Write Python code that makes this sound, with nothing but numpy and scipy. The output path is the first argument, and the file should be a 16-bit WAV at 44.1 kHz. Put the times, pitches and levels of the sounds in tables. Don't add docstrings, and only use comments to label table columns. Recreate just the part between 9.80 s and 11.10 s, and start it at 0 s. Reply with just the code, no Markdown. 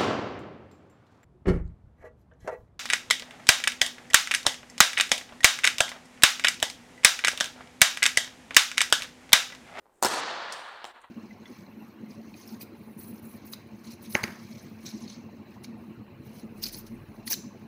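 import sys
import numpy as np
from scipy import signal
from scipy.fft import rfft, irfft, next_fast_len
from scipy.io import wavfile
from scipy.ndimage import uniform_filter1d

SR = 44100
rng = np.random.default_rng(int(sys.argv[2]) if len(sys.argv) > 2 else 0)


def wav_record(signal):
    frames = np.transpose(np.atleast_2d(signal))
    bounded = np.clip(frames, -1, 1)
    quanta = np.round(bounded * 32767).astype(np.int16)
    wavfile.write(sys.argv[1], SR, quanta)


def boost_factor(decibels):
    exponent = np.asarray(decibels, float) / 20
    return 10 ** exponent


N = 57330

# frequency in Hz, level in dB per Hz.
VENTILATION_COLOUR = [(15, -33), (25, -18), (266, -9.5), (368, -3.5), (1150, -16.5), (1730, -21),
                      (3320, -32), (14800, -58), (16500, -60)]
# start in seconds, snap level in dB, snap pitch in Hz, thud level in dB, smear in seconds.
TAPS = [(.0570, -68, 2050, -42.5, .0004), (.0575, -76, 4850, -86, .0004), (.0655, -70, 6100, -43, 0.00035),
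        (.0770, -65, 1910, -71, .0008), (.0690, -65.5, 1710, -62, .001), (.0955, -89.5, 3020, -48, .0003),
        (1.0431, -42, 7800, -48, .0002), (1.0434, -30, 1930, -51.5, 0.00018),
        (1.0433, -22.5, 3130, -29.5, .0002), (1.0434, -30.5, 5330, -25.5, 0.00013),
        (1.0517, -34, 7400, -24.5, 0.00022), (1.0521, -30, 3850, -52, 0.000084),
        (1.0523, -27.5, 2044, -67, 0.00012), (1.2068, -43.5, 8850, -80, .0002),
        (1.2160, -36.5, 8700, -87.5, 0.00017)]
CRACK_AND_ECHOES = [(.2264, -8, 8400, -6.5, .0002), (.2316, -34, 6000, -12, .0001),
                    (.2345, -8, 7300, -11, .00015), (.2379, -16, 6800, -26, .0002),
                    (.2399, -18, 7400, -16, .0004), (.2468, -12, 8300, -30, .0008),
                    (.2474, -9, 5000, -7, .0009), (.2512, -20, 7600, -15, .0005),
                    (.2550, -17, 8000, -30, .0006), (.2554, -12, 5400, -14, .0008),
                    (.2592, -26, 11500, -22, .0004), (.2653, -15, 7800, -15, .0004),
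                    (.2686, -21, 3800, -22, .0005), (.2725, -28, 5600, -21, .0005),
                    (.2856, -13, 8300, -24, .0004), (.2910, -24, 6200, -24, .001),
                    (.3080, -25, 3500, -22, .0005), (.3190, -24, 3300, -22, .0005),
                    (.3258, -26, 8000, -20, .0005), (.3440, -24, 8200, -22, .001),
                    (.3595, -30, 4000, -19, .0005)]
SHOE_LANDING = [
    (.7420, -28, 543, -46, 0.0032),
]
# frequency in Hz, level in dB.
GRIT_COLOUR = [(1000, -20), (3000, -5), (5000, 2), (9000, 0), (11000, -6), (15500, -8)]
# frequency in Hz, 60 dB decay time in seconds.
SMALL_DECAY = [(500, 1), (4000, 0.35), (12000, 0.85)]
# peak time in seconds, level in dB, rise in seconds, fall in seconds.
BLADE_SLIDES = [
    (.165, -75.5, 0.046, 0.053),
    (1.07, -61, 0.023, 0.02),
    (1.224, -54, 0.0094, .008),
]
# frequency in Hz, level in dB per Hz.
BLADE_COLOUR = [(4000, -28.5), (6500, -2), (8300, 2.5), (10500, -9.5), (16000, -23.5)]
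# peak time in seconds, level in dB, rise in seconds, fall in seconds.
SCUFFS = [
    (.2245, -39.5, 0.0018, 0.00214),
    (.716, -66, 0.0024, .004),
    (.7245, -40.5, 0.0018, 0.0042),
    (.731, -42, 0.0042, 0.011),
]
# frequency in Hz, level in dB per Hz.
SOLE_COLOUR = [(4200, -5.5), (5200, 4.5), (7400, 0.5), (9600, -7), (13000, -21.5), (16000, -30)]
# frequency in Hz, level in dB, 60 dB decay time in seconds.
FLOOR_BOARDS = [(105, -26.5, 0.12), (370, -21, .09), (520, -33.5, 0.049), (762, -23.5, 0.054)]
# frequency in Hz, level in dB per Hz.
HALL_COLOUR = [(60, -16), (340, -3), (800, -3.5), (1700, -6), (2200, -13), (4300, -11.5), (5600, -12.5),
               (8400, -15), (14500, -26), (16000, -50)]
# frequency in Hz, 60 dB decay time in seconds.
HALL_DECAY = [(100, 1.62), (350, 1.12), (1000, 2.98), (2200, 2.64), (4300, 2.1), (5200, 1.265),
              (8000, 1.01), (14000, 0.39)]
# start in seconds, end in seconds, treble gain in dB, corner in Hz.
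TREBLE_SHUTS = [
    (0.403, 0.711, -12.5, 6960),
    (0.832, 1.056, 1, 6100),
    (1.115, 1.236, -5.5, 4170),
    (1.224, 1.4, -11, 4050),
]
# time in seconds, gain in dB.
PUMPING = [(0, -5.5), (.05, -2.5), (.265, 1.5), (.295, -4), (.325, -0.5), (.78, 1), (.84, 0), (1.03, -1),
           (1.06, -1), (1.11, -2), (1.132, -11), (1.148, -4), (1.172, -1), (1.2, -6.5), (1.224, -8.5),
           (1.246, 2), (1.262, -7), (1.3, -13.5)]
# frequency in Hz, level in dB per Hz.
HISS_COLOUR = [(30, 18), (90, 22.5), (300, -8), (2000, -7.5), (9000, -0.5), (15500, -2), (16200, -56.5)]


def unit(x):
    return x / np.sqrt(np.mean(x ** 2) + 1e-20)


def along(points, hz):
    f, v = np.transpose(points)
    return np.interp(np.log(hz + 1), np.log(f + 1), v)


def filtered(x, response):
    m = next_fast_len(N + SR // 2)
    return irfft(rfft(x, m) * response(np.fft.rfftfreq(m, 1 / SR)), m)[:N]


def noise(colour):
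    return unit(filtered(rng.standard_normal(N), lambda hz: boost_factor(along(colour, hz))))


def dying(x, decay):
    hz, t, z = signal.stft(x, SR, nperseg=256)
    fade = boost_factor(-60 * t / along(decay, hz)[:, None])
    return signal.istft(z * fade, SR, nperseg=256)[1][:N]


def ring(hz, t60, t):
    return np.sin(2 * np.pi * hz * t) * boost_factor(-60 * t / t60)


def blows(rows, grit_db, ring_db, edge_db):
    body, grit = np.zeros(N + SR), np.zeros(N + SR)
    t = np.arange(SR // 40) / SR
    thud = ring(880, .007, np.clip(t - .00015, 0, None))
    thud = thud + boost_factor(ring_db) * ring(4300, .01, np.clip(t - .0011, 0, None))
    for start, snap_db, snap_hz, thud_db, smear in rows:
        rise = boost_factor(snap_db) * (1 - np.exp(-(t / max(smear, 1e-5)) ** 2))
        slow = 1 + smear / .0007
        snap = ring(snap_hz, .0035 * slow, t) + boost_factor(edge_db) * ring(12800, .002 * slow, t)
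        grit_fade = slow * boost_factor(grit_db - 60 * t / (.003 * slow))
        i = round(start * SR)
        body[i:i + len(t)] += rise * snap - boost_factor(thud_db) * thud
        grit[i:i + len(t)] += rise * grit_fade * rng.standard_normal(len(t))
    body = filtered(body[:N], lambda hz: 1j * hz / (297 + 1j * hz))
    return body + filtered(grit[:N], lambda hz: boost_factor(along(GRIT_COLOUR, hz)))


def slides(rows, colour):
    t = np.arange(N) / SR
    stroke = np.zeros(N)
    for peak, db, rise, fall in rows:
        stroke += boost_factor(db) * np.exp(-((t - peak) / np.where(t < peak, rise, fall)) ** 2)
    grain = unit(uniform_filter1d(rng.standard_normal(N), size=40))
    grain_db = 4.5
    return stroke * unit(noise(colour) * boost_factor(grain_db * grain))


def ventilation():
    return boost_factor(-65) * noise(VENTILATION_COLOUR)


def taps():
    return blows(TAPS, grit_db=-13.5, ring_db=-29.5, edge_db=-41.5)


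def hall_answer(x):
    lag_s = 0.0061
    tail = dying(rng.standard_normal(N), SMALL_DECAY)
    response = np.pad(tail / np.linalg.norm(tail), (round(lag_s * SR), 0))
    return boost_factor(-6) * signal.fftconvolve(x, response)[:N]


def blade_slides():
    return slides(BLADE_SLIDES, BLADE_COLOUR)


def scuffs():
    return slides(SCUFFS, SOLE_COLOUR)


def crack():
    return blows(CRACK_AND_ECHOES, grit_db=-6, ring_db=-15, edge_db=-12)


def hall_tail():
    t = np.arange(N) / SR
    flutter_db, rise_s = 1, .014
    lumps = unit(uniform_filter1d(rng.standard_normal(N), size=200))
    tail = dying(noise(HALL_COLOUR) * boost_factor(flutter_db * lumps), HALL_DECAY)
    tail = tail * (1 - np.exp(-t / rise_s))
    return boost_factor(-26) * np.pad(tail, (round(CRACK_AND_ECHOES[0][0] * SR), 0))[:N]


def floor_boom():
    start_s, rise_s = .246, .006
    t = np.clip(np.arange(N) / SR - start_s, 0, None)
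    boards = sum(boost_factor(db) * ring(hz, t60, t) for hz, db, t60 in FLOOR_BOARDS)
    return (1 - np.exp(-t / rise_s)) * boards


def shoe_landing():
    return blows(SHOE_LANDING, grit_db=-60, ring_db=-60, edge_db=-60)


def scene():
    small = taps() + blade_slides() + scuffs() + shoe_landing()
    big = crack() + hall_tail() + floor_boom()
    return (ventilation() + small + hall_answer(small) + big)[None]


def suppressed(mic):
    t = np.arange(N) / SR
    slope, fade_s = 9.4, .012
    x = mic
    for start, end, db, corner_hz in TREBLE_SHUTS:
        treble = filtered(mic, lambda hz: 1 / (1 + (corner_hz / (hz + 1)) ** slope))
        shut = np.clip(np.minimum(t - start, end - t) / fade_s, 0, 1)
        x = x + treble * (boost_factor(db * shut) - 1)
    return x * boost_factor(np.interp(t, *np.transpose(PUMPING)))


def hiss(x):
    loudness = np.sqrt(np.abs(uniform_filter1d(x ** 2, size=2000)))
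    return (boost_factor(-78.5) + boost_factor(-55) * loudness) * noise(HISS_COLOUR)


def roll_off(x):
    return signal.sosfilt(signal.butter(12, 16950, fs=SR, output="sos"), x)


def record(dry):
    low_hz, top_hz = 173, 16300
    mic = filtered(dry[0], lambda hz: (1j * hz / (low_hz + 1j * hz)) ** 2 * (hz < top_hz))
    x = suppressed(mic)
    mix = x + hiss(x)
    return roll_off(mix[None])


dry = scene()
out = record(dry)
wav_record(out)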